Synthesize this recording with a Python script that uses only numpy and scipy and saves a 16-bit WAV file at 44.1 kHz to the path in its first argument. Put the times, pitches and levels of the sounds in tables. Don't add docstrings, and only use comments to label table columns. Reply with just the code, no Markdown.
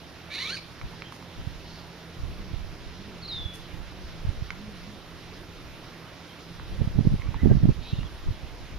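import sys
import numpy as np
from scipy import signal
from scipy.io import wavfile
from scipy.ndimage import uniform_filter1d

SR = 44100
rng = np.random.default_rng(int(sys.argv[2]) if len(sys.argv) > 2 else 0)


def bounce(signal):
    frames = np.transpose(np.atleast_2d(signal))
    limited = np.clip(frames, -1, 1)
    pcm = np.round(limited * 32767).astype(np.int16)
    wavfile.write(sys.argv[1], SR, pcm)


N = 387198
TIME = np.arange(N) / SR

# f/Hz, relative level/dB
HISS_SPECTRUM = [(55, -5.5), (100, -1.5), (170, -10), (250, -5), (350, -6), (480, -11), (650, -10),
                 (835, -12), (1360, -13.5), (2500, -15.5), (4250, -16.5), (6400, -25.5), (9200, -41.5),
                 (12000, 4), (15000, -61.5)]
# f/Hz, likeness (0 to 1)
HISS_LIKENESS = [(60, .7), (130, .92), (630, .85), (1400, .8), (3000, .65), (6600, .35), (12000, 0)]
# f/Hz, left minus right/dB
HISS_PAN = [(60, -3), (200, -4.5), (700, -3.5), (2300, -4.5), (4300, -2), (14000, 0.2)]
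# t/s, relative level/dB
BREEZE = [(0, -53), (.5, -63), (.9, -47), (1.2, -64), (1.65, -44), (2, -59), (2.4, -36.5), (3.1, -48),
          (3.9, -45), (4.2, -37.5), (4.55, -43), (5.2, -51), (5.7, -45), (6.38, -61), (6.6, -39),
          (8.78, -40.5)]
# t/s, length/s, relative level/dB, left minus right/dB
PUFFS = [(0.838, 0.017, -32, -2), (1.382, 0.023, -31.5, 1.5), (1.452, 0.12, -39, -10),
         (2.197, 0.13, -32, -3), (2.534, 0.15, -33, -23), (2.858, 0.054, -38, -7), (3.372, 0.05, -34, 0),
         (3.749, 0.064, -32.5, -15), (4.243, 0.063, -29.5, -4), (4.376, 0.037, -36, 5),
         (6.712, 0.28, -33.5, 4), (6.805, 0.016, -20, -14), (6.955, 0.058, -19.5, -11),
         (7.049, 0.1, -22, -2.5), (7.252, 0.11, -26.5, -12), (7.435, 0.042, -15.5, -12),
         (7.49, 0.08, -17.5, -6), (7.611, 0.091, -18.5, -6), (7.763, 0.068, -28.5, -11),
         (7.94, .11, -27.5, -6.5), (8.265, 0.043, -28.5, 1), (8.435, 0.016, -31, -14),
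         (8.731, 0.042, -35.5, -1)]
# t/s, level/dB, f/Hz, port (0 left, 1 right), flutter against level/dB
SWIRLS = [(.841, -24, 86, 0, -40), (1.474, -17, 109, 1, -33), (2.238, -19.5, 70, 1, -30),
          (2.542, -17, 92, 1, -21), (3.46, -17.5, 73, 1, -35), (4.252, -18, 112.8, 1, -33),
          (4.276, -15, 72, 0, -40), (4.293, -11.5, 70, 1, -40), (4.425, -16, 94, 1, -42),
          (6.818, -5, 108, 1, -24), (6.848, -18, 106, 0, -40), (6.876, -10.5, 132, 1, -30),
          (6.989, -2.5, 143, 1, -21), (7.010, -7.5, 151, 1, -38), (7.053, -13.5, 141, 1, -15.5),
          (7.073, -1, 155, 1, -25), (7.081, -15, 106, 0, -40), (7.125, -13, 119, 0, -34),
          (7.140, -7.5, 141, 1, -32), (7.198, -18, 93, 1, -42), (7.290, -15, 91.4, 1, -40),
          (7.436, -12, 101, 0, -40), (7.439, -7, 125, 1, -31), (7.458, -4, 190, 1, -9.5),
          (7.473, -3, 175, 1, -22), (7.505, -5, 135, 1, -29), (7.513, -5, 129, 0, -31),
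          (7.516, 0, 133, 1, -18), (7.554, -4.5, 129, 1, -37), (7.570, -9, 121, 1, -32),
          (7.637, -4.5, 120, 1, -34), (7.645, -11, 121, 0, -29), (7.655, -1.5, 142, 1, -21.5),
          (7.675, -11.5, 138, 0, -42), (7.692, -2.5, 144, 1, -19), (7.933, -16, 134, 0, -28),
          (7.935, -11, 122, 1, -29), (7.990, -13.5, 120, 1, -24), (8.290, -17.5, 106, 0, -30),
          (8.309, -15, 84.4, 1, -32)]
# t/s, relative level/dB, time to fade by 60 dB/s
LEAF_BRUSHES = [(.899, -41, 0.088), (1.1135, -38, .08), (1.139, -43, .14), (3.535, -35, 0.16),
                (3.595, -52, 0.18)]
# t/s, relative level/dB, first ring f/Hz, second ring f/Hz, second against first/dB,
# time to fade by 60 dB/s, crack against first ring/dB, crack f/Hz
DRY_TICKS = [(0.814, -38.5, 1220, 2190, -1.5, 0.0067, -9, 2200),
             (1.0214, -32, 2240, 1310, -3.5, 0.0046, -13, 3800),
             (1.1232, -36, 1080, 2220, -12, 0.0089, -9, 2200), (1.226, -41, 930, 1250, -9, 0.01, -16, 2200),
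             (4.5047, -31, 2160, 1536, -4.5, 0.012, -8, 4203),
             (6.5974, -38, 1140, 1476, -9, 0.0075, -17, 2205),
             (7.22, -43, 2107, 1078, -9, 0.014, -13, 2200), (7.343, -35.5, 895, 1037, -9, 0.024, -12, 2140),
             (8.0313, -48, 1190, 1870, 1, 0.013, -1, 3000)]
# t/s, length/s, start f/Hz, middle f/Hz, end f/Hz, level/dB, overtone against note/dB
FAR_NOTES = [(1.026, 0.072, 3110, 3130, 3320, -47.5, -30), (6.28, 0.071, 2937, 3116, 3280, -52, -44),
             (7.181, 0.12, 996, 1115, 1166, -51.5, -1.5), (7.363, 0.1, 1654, 2000, 1720, -46, -29),
             (7.457, 0.1, 1877, 1615, 1550, -55, -24), (8.035, 0.06, 2750, 3390, 2200, -51, -22)]
# t/s, length/s, start f/Hz, end f/Hz, level/dB, band centre/Hz, band width/Hz, noise gain
FAR_CALLS = [(1.637, 0.21, 1416, 1530, -51, 4400, 1000, 3.2), (7.799, 0.17, 600, 660, -49.5, 3760, 800, 3),
             (7.847, 0.069, 624, 688, -47.5, 3660, 700, 0.48),
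             (7.896, 0.072, 858, 1005, -51, 2700, 1100, .7), (7.96, 0.036, 917, 930, -49, 3600, 700, .9),
             (7.968, 0.074, 1384, 1460, -51, 2900, 1100, 1.8)]
# t/s, start f/Hz, level/dB
CHIRPS = [(3.218, 4560, -43), (3.241, 4480, -41), (3.311, 5340, -50)]
# t/s, voice f/Hz, rasp f/Hz, noisy share of rasp (0 to 1), voice gain/dB
SCREECH_PATH = [(.3, 570, 3700, 0.5, 3), (.335, 590, 4080, .85, 0), (.368, 763, 3970, 0.7, -2.5),
                (.387, 924, 3990, .7, -1.5), (.44, 1089, 3990, .8, 0), (.478, 1249, 3570, 1, 1),
                (.5, 1377, 4150, 0.7, -1.5), (.53, 1593, 4310, 0, -3.5), (.562, 1545, 4680, 0.3, -2),
                (.573, 1180, 4480, .8, 2)]
# f/Hz, width/Hz, relative level/dB
THROAT_RINGS = [(1510, 900, -6.5), (1780, 190, 6.5), (2315, 180, 11.5), (2960, 260, 0.5), (3970, 440, 3.5),
                (4800, 200, -11), (5360, 670, -5), (9050, 15000, -22)]
# multiple of the stroke rate, relative level/dB
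WING_TONES = [(2, -7), (3, -7.5), (4, -1.5), (5, -17.5), (7, -33), (8, -15.5)]
# t/s, level/dB
HOVER_LEVEL = [(0, -56.5), (1.8, -50), (2.6, -52), (3.5, -49), (4.3, -54), (4.8, -55), (5.4, -50.5),
               (6.5, -55.5), (8.78, -58.5)]
# middle t/s, length/s, extra stroke rate/Hz, level change/dB
FLOWER_DARTS = [(0.512, 0.23, 3.2, 8), (1.254, 0.24, 2.5, 2), (2.406, 0.17, 7.3, 4.5),
                (3.071, 0.32, 8.9, 5.5), (3.45, 0.48, 2.7, -1.5), (3.97, .24, 7, 5.5),
                (4.662, .32, 11, 9.5), (4.914, 0.254, 9.55, 4), (5.36, 0.25, 4.55, 1),
                (6.144, 0.31, 2.23, -1), (6.804, 0.41, 6.6, 12)]


def from_db(db):
    return 10 ** (np.asarray(db) / 20)


def rms_one(x):
    return x / np.sqrt(np.mean(x ** 2) + 1e-20)


def in_time(rows):
    times, *columns = np.transpose(rows)
    return [np.interp(TIME, times, column) for column in columns]


def at_hz(points, hz):
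    freqs, values = np.transpose(points)
    return np.interp(np.log(hz), np.log(freqs), values)


def band(x, hz, kind, order=2):
    sections = signal.butter(order, np.clip(hz, 10, .45 * SR), kind, fs=SR, output="sos")
    return signal.sosfilt(sections, x + 1e-18)


def resonate(x, hz, width_hz):
    r = np.exp(-np.pi * width_hz / SR)
    feedback = [1, -2 * r * np.cos(2 * np.pi * hz / SR), r * r]
    return signal.lfilter(np.array([1, 0, -1]) * (1 - r * r) / 2, feedback, x + 1e-18)


def drift(hz, count=N):
    step, warm_up = 20, 4000
    r = np.exp(-2 * np.pi * hz * step / SR)
    noise = rng.standard_normal(count // step + warm_up + 2)
    slow = signal.lfilter([1], [1, -2 * r, r * r], noise)[warm_up:]
    return np.interp(np.arange(count) / step, np.arange(len(slow)), rms_one(slow))


def phase_of(hz):
    return 2 * np.pi * np.cumsum(hz) / SR


def envelope(s, attack_s, hold_s, release_s):
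    rise = (TIME - s) / attack_s
    fall = 1 + (s + attack_s + hold_s - TIME) / release_s
    return np.clip(np.minimum(rise, fall), 0, 1)


def panned(x, pan_db):
    return np.array([x * from_db(pan_db / 2), x * from_db(-pan_db / 2)])


def at_ports(level_db, pan_db):
    ports = panned(np.ones(1), pan_db) ** 2
    return from_db(level_db) ** 2 * ports / ports.mean()


def garden(x, pan_db, scatter_db, fade_s):
    t = TIME[:SR]
    scatter = rng.standard_normal((2, SR)) * from_db(-60 * t / fade_s) * (t > .004)
    scatter /= np.sqrt(np.sum(scatter ** 2, axis=1, keepdims=True))
    return panned(x, pan_db) + from_db(scatter_db) * signal.fftconvolve(x[None], scatter, axes=1)[:, :N]


def air_hiss(level_db, wobble_db):
    out, edges = 0, np.geomspace(45, 16300, 18)
    white = rng.standard_normal((2, 2, N))
    for k, (low, high) in enumerate(zip(edges, edges[1:])):
        shared, opposed = band(white[k % 2], [low, high], "band", order=3)
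        hz = np.sqrt(low * high)
        alike = at_hz(HISS_LIKENESS, hz)
        gain = panned(from_db(at_hz(HISS_SPECTRUM, hz) + wobble_db * drift(8.7)), at_hz(HISS_PAN, hz))
        out += gain * (np.sqrt(1 + alike) * shared + np.sqrt(1 - alike) * opposed * [[1], [-1]])
    return from_db(level_db) * rms_one(out)


def wind_rumble(gain_db, strong_db, calm_hz, gust_hz, attack_s=.022):
    puffs = sum(at_ports(db, pan_db) * envelope(s - attack_s, attack_s, length, release_s=.031) ** 2
                for s, length, db, pan_db in PUFFS)
    flow = np.sqrt(at_ports(in_time(BREEZE)[0], pan_db=-2.5) + puffs)
    calm = rms_one(band(band(rng.standard_normal((2, N)), 16.8, "high"), calm_hz, "low"))
    gusty = rms_one(band(band(rng.standard_normal((2, N)), 30, "high"), gust_hz, "low", order=3))
    strength = flow ** 2 / (flow ** 2 + from_db(strong_db) ** 2)
    rumble = np.sqrt(1 - strength) * calm + strength * gusty
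    return flow * rumble * from_db(gain_db + 1.7 * drift(29))


def wind_thumps(width_rad, flutter_hz):
    pressure, flutter_gain = np.zeros((2, N)), np.zeros((2, N))
    for s, level_db, hz, port, flutter_db in SWIRLS:
        span = slice(int((s - .07) * SR), int((s + .06) * SR))
        phase = 2 * np.pi * hz * (TIME[span] - s)
        pressure[port, span] += from_db(level_db) * np.cos(phase) / np.cosh(phase / width_rad)
        flutter_gain[port, span] += from_db(level_db + flutter_db) / np.cosh(phase / 3)
    flutter = band(rng.standard_normal((2, N)), 260, "high", order=3)
    flutter = rms_one(band(band(flutter, flutter_hz, "low"), 720, "low", order=4))
    return band(pressure, 22, "high", order=1) + flutter_gain * flutter


def leaf_brushes(swell_s, gain_db):
    strokes = sum(from_db(db - 60 * np.abs(TIME - s) / fade_s) * np.clip((TIME - s) / swell_s, 0, 1)
                  for s, db, fade_s in LEAF_BRUSHES)
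    hiss = rms_one(band(rng.standard_normal((2, N)), [3800, 11500], "band"))
    return hiss * strokes * from_db(gain_db + 1.5 * drift(146.9))


def dry_ticks(crack_fade_s, dull_hz, gain_db):
    out, t = np.zeros(N), TIME[:SR // 10]
    for s, level_db, first_hz, second_hz, second_db, fade_s, crack_db, crack_hz in DRY_TICKS:
        ring = np.sin(2 * np.pi * first_hz * t) + from_db(second_db) * np.sin(2 * np.pi * second_hz * t)
        ring *= from_db(-60 * t / fade_s)
        burst = rng.standard_normal(len(t)) * from_db(-60 * t / crack_fade_s)
        crack = resonate(burst, crack_hz, width_hz=1700)
        tick = ring + from_db(crack_db) * crack / np.abs(crack).max()
        out[int(s * SR):int(s * SR) + len(t)] += from_db(level_db + gain_db) * tick
    dulled = band(band(out, 930, "high", order=3), dull_hz, "low", order=3)
    return garden(dulled, pan_db=-6, scatter_db=-8.5, fade_s=.23)


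def far_notes():
    out, quaver = np.zeros(N), 1 + .03 * drift(190)
    for s, length, start_hz, middle_hz, end_hz, level_db, overtone_db in FAR_NOTES:
        progress = np.linspace(0, 1, int(length * SR))
        span = slice(int(s * SR), int(s * SR) + len(progress))
        bend = np.polyfit([0, .5, 1], [start_hz, middle_hz, end_hz], 2)
        phase = phase_of(quaver[span] * np.polyval(bend, progress))
        tone = np.sin(phase) + from_db(overtone_db) * np.sin(2 * phase)
        out[span] += from_db(level_db) * tone * np.sin(np.pi * progress)
    return garden(out * from_db(2.6 * drift(64)), pan_db=-4, scatter_db=-7.5, fade_s=.93)


def harsh_voice(pitch, jitter, noise_gain):
    n = len(pitch)
    phase = phase_of(pitch * (1 + jitter * (drift(203, n) + .726 * drift(44.3, n))))
    tone = rms_one(sum(np.cos(k * phase) / k ** .6 * from_db(3.5 * drift(70, n)) for k in range(1, 7)))
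    noise = band(rng.standard_normal(n), 2200, "high", order=1) * (1 + np.cos(phase) / 2)
    return tone + noise_gain * noise


def far_screeches():
    out = np.zeros(N)
    for s, length, start_hz, end_hz, level_db, centre_hz, width_hz, noise_gain in FAR_CALLS:
        progress = np.linspace(0, 1, int(length * SR))
        pitch = start_hz + (end_hz - start_hz) * progress
        voice = harsh_voice(pitch, jitter=.014, noise_gain=noise_gain)
        thinned = rms_one(resonate(band(voice, 1300, "high"), centre_hz, width_hz))
        swell = np.sqrt(np.abs(np.sin(np.pi * progress)))
        out[int(s * SR):int(s * SR) + len(progress)] += from_db(level_db) * swell * thinned
    return garden(band(out, 5200, "low", order=4), pan_db=-3, scatter_db=-7, fade_s=.5)


def whistle(start_s, level_db, echo_s, echo_db):
    age, quaver = np.maximum(TIME - start_s, 0), drift(340)
    rest_hz, lift_hz_per_s = 2845, 1800
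    snap_hz = 998 * np.exp(-age / .008)
    sag_hz = 1464 * np.exp(-age / .1)
    pitch = rest_hz + snap_hz + sag_hz + lift_hz_per_s * age
    loudest_after_s, fade_db_per_s = .056, 62
    gain = from_db(level_db - fade_db_per_s * np.abs(age - loudest_after_s))
    gain *= envelope(start_s, attack_s=.012, hold_s=.28, release_s=.02)
    hoarse = np.interp(pitch, [3500, 4300], [.005, .027])
    tone = gain * np.sin(phase_of(pitch * (1 + hoarse * quaver)))
    chirp_s, fall_hz_per_s = .033, 21400
    for s, start_hz, chirp_db in CHIRPS:
        span = (TIME > s) & (TIME < s + chirp_s)
        t = TIME[span] - s
        phase = phase_of((start_hz - fall_hz_per_s * t) * (1 + hoarse.max() * quaver[span]))
        tone[span] += from_db(chirp_db) * np.sin(np.pi * t / chirp_s) * np.sin(phase)
    delayed = np.interp(TIME - echo_s, TIME, tone, left=0)
    echo = from_db(echo_db) * band(delayed, 3400, "high")
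    return garden(np.sqrt(2) * (tone + echo), pan_db=-1.5, scatter_db=-9.5, fade_s=.5)


def screech(start_s, level_db, rasp_db, lowest_tone_db):
    pitch, rasp_hz, noisy, voice_db = in_time(SCREECH_PATH)
    source = harsh_voice(pitch, jitter=.022, noise_gain=1.6 * np.sqrt(noisy))
    throat = rms_one(sum((-1) ** k * from_db(db) * resonate(source, hz, width)
                         for k, (hz, width, db) in enumerate(THROAT_RINGS)))
    voice = band(throat, 850, "high")
    voice /= np.sqrt(uniform_filter1d(voice ** 2, size=1300) + 1e-6)
    lowest = np.sin(phase_of(pitch * (1 + .025 * drift(150))))
    lowest = band(lowest, 1180, "high", order=3) * from_db(1.9 * drift(70))
    low_side = from_db(voice_db) * voice + from_db(lowest_tone_db) * lowest
    noise = rms_one(band(rng.standard_normal((2, N)), 500, "low", order=4))
    phase = phase_of(rasp_hz * (1 + .014 * drift(150)))
    rasp = noise[0] * np.cos(phase) + noise[1] * np.sin(phase)
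    squeal = np.sqrt(2) * np.sin(phase)
    high_side = from_db(rasp_db) * (np.sqrt(noisy) * rasp + np.sqrt(1 - noisy) * squeal)
    effort = envelope(start_s, attack_s=.054, hold_s=.19, release_s=.054) ** .65
    effort *= from_db(level_db + 1.7 * drift(130))
    return (garden(effort * low_side, pan_db=-4, scatter_db=-11, fade_s=.46)
            + garden(effort * high_side, pan_db=-4, scatter_db=-6, fade_s=.4))


def hummingbird_wings(hover_hz, waver, flicker_db, rough_db, whirr_db):
    stroke_hz, level_db = np.full(N, hover_hz), in_time(HOVER_LEVEL)[0]
    for s, length, extra_hz, change_db in FLOWER_DARTS:
        dart = np.cos(np.pi * np.clip((TIME - s) / length, -.5, .5)) ** 2
        stroke_hz += extra_hz * dart
        level_db += change_db * dart
    phase = phase_of(stroke_hz * (1 + waver * drift(11.4)))
    tones = sum(from_db(db + flicker_db * drift(3.2)) * np.sin(k * phase + rng.uniform(0, 2 * np.pi))
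                for k, db in WING_TONES)
    torn_air = band(rng.standard_normal(N), [201, 450], "band")
    whirr = from_db(whirr_db) * rms_one(torn_air * (1 + np.cos(2 * phase) / 2))
    hum = np.sqrt(2) * tones * from_db(rough_db * drift(25))
    return panned((hum + whirr) * from_db(level_db), pan_db=-4)


def scene():
    birds = hummingbird_wings(hover_hz=41.5, waver=.014, flicker_db=3, rough_db=2.5, whirr_db=-7)
    birds += screech(start_s=.3, level_db=-37, rasp_db=-1, lowest_tone_db=-9.5)
    birds += far_screeches()
    birds += whistle(start_s=3.274, level_db=-35.5, echo_s=.047, echo_db=-6.5)
    birds += far_notes()
    ticks = dry_ticks(crack_fade_s=.011, dull_hz=5200, gain_db=9.5)
    leaves = leaf_brushes(swell_s=.018, gain_db=-7.5)
    wind = wind_thumps(width_rad=1.57, flutter_hz=280)
    wind += wind_rumble(gain_db=-2, strong_db=-20.5, calm_hz=61.3, gust_hz=167)
    left, right = air_hiss(level_db=-46, wobble_db=1.22) + birds + ticks + leaves
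    return np.array([np.roll(left, 1), right]) + wind


def record(dry):
    rounded = dry / (1 + dry ** 10) ** .1
    notched = band(rounded, [7200, 8550], "bandstop")
    return signal.sosfilt(signal.cheby2(16, 60, 15400, fs=SR, output="sos"), notched)


dry = scene()
out = record(dry)
bounce(out)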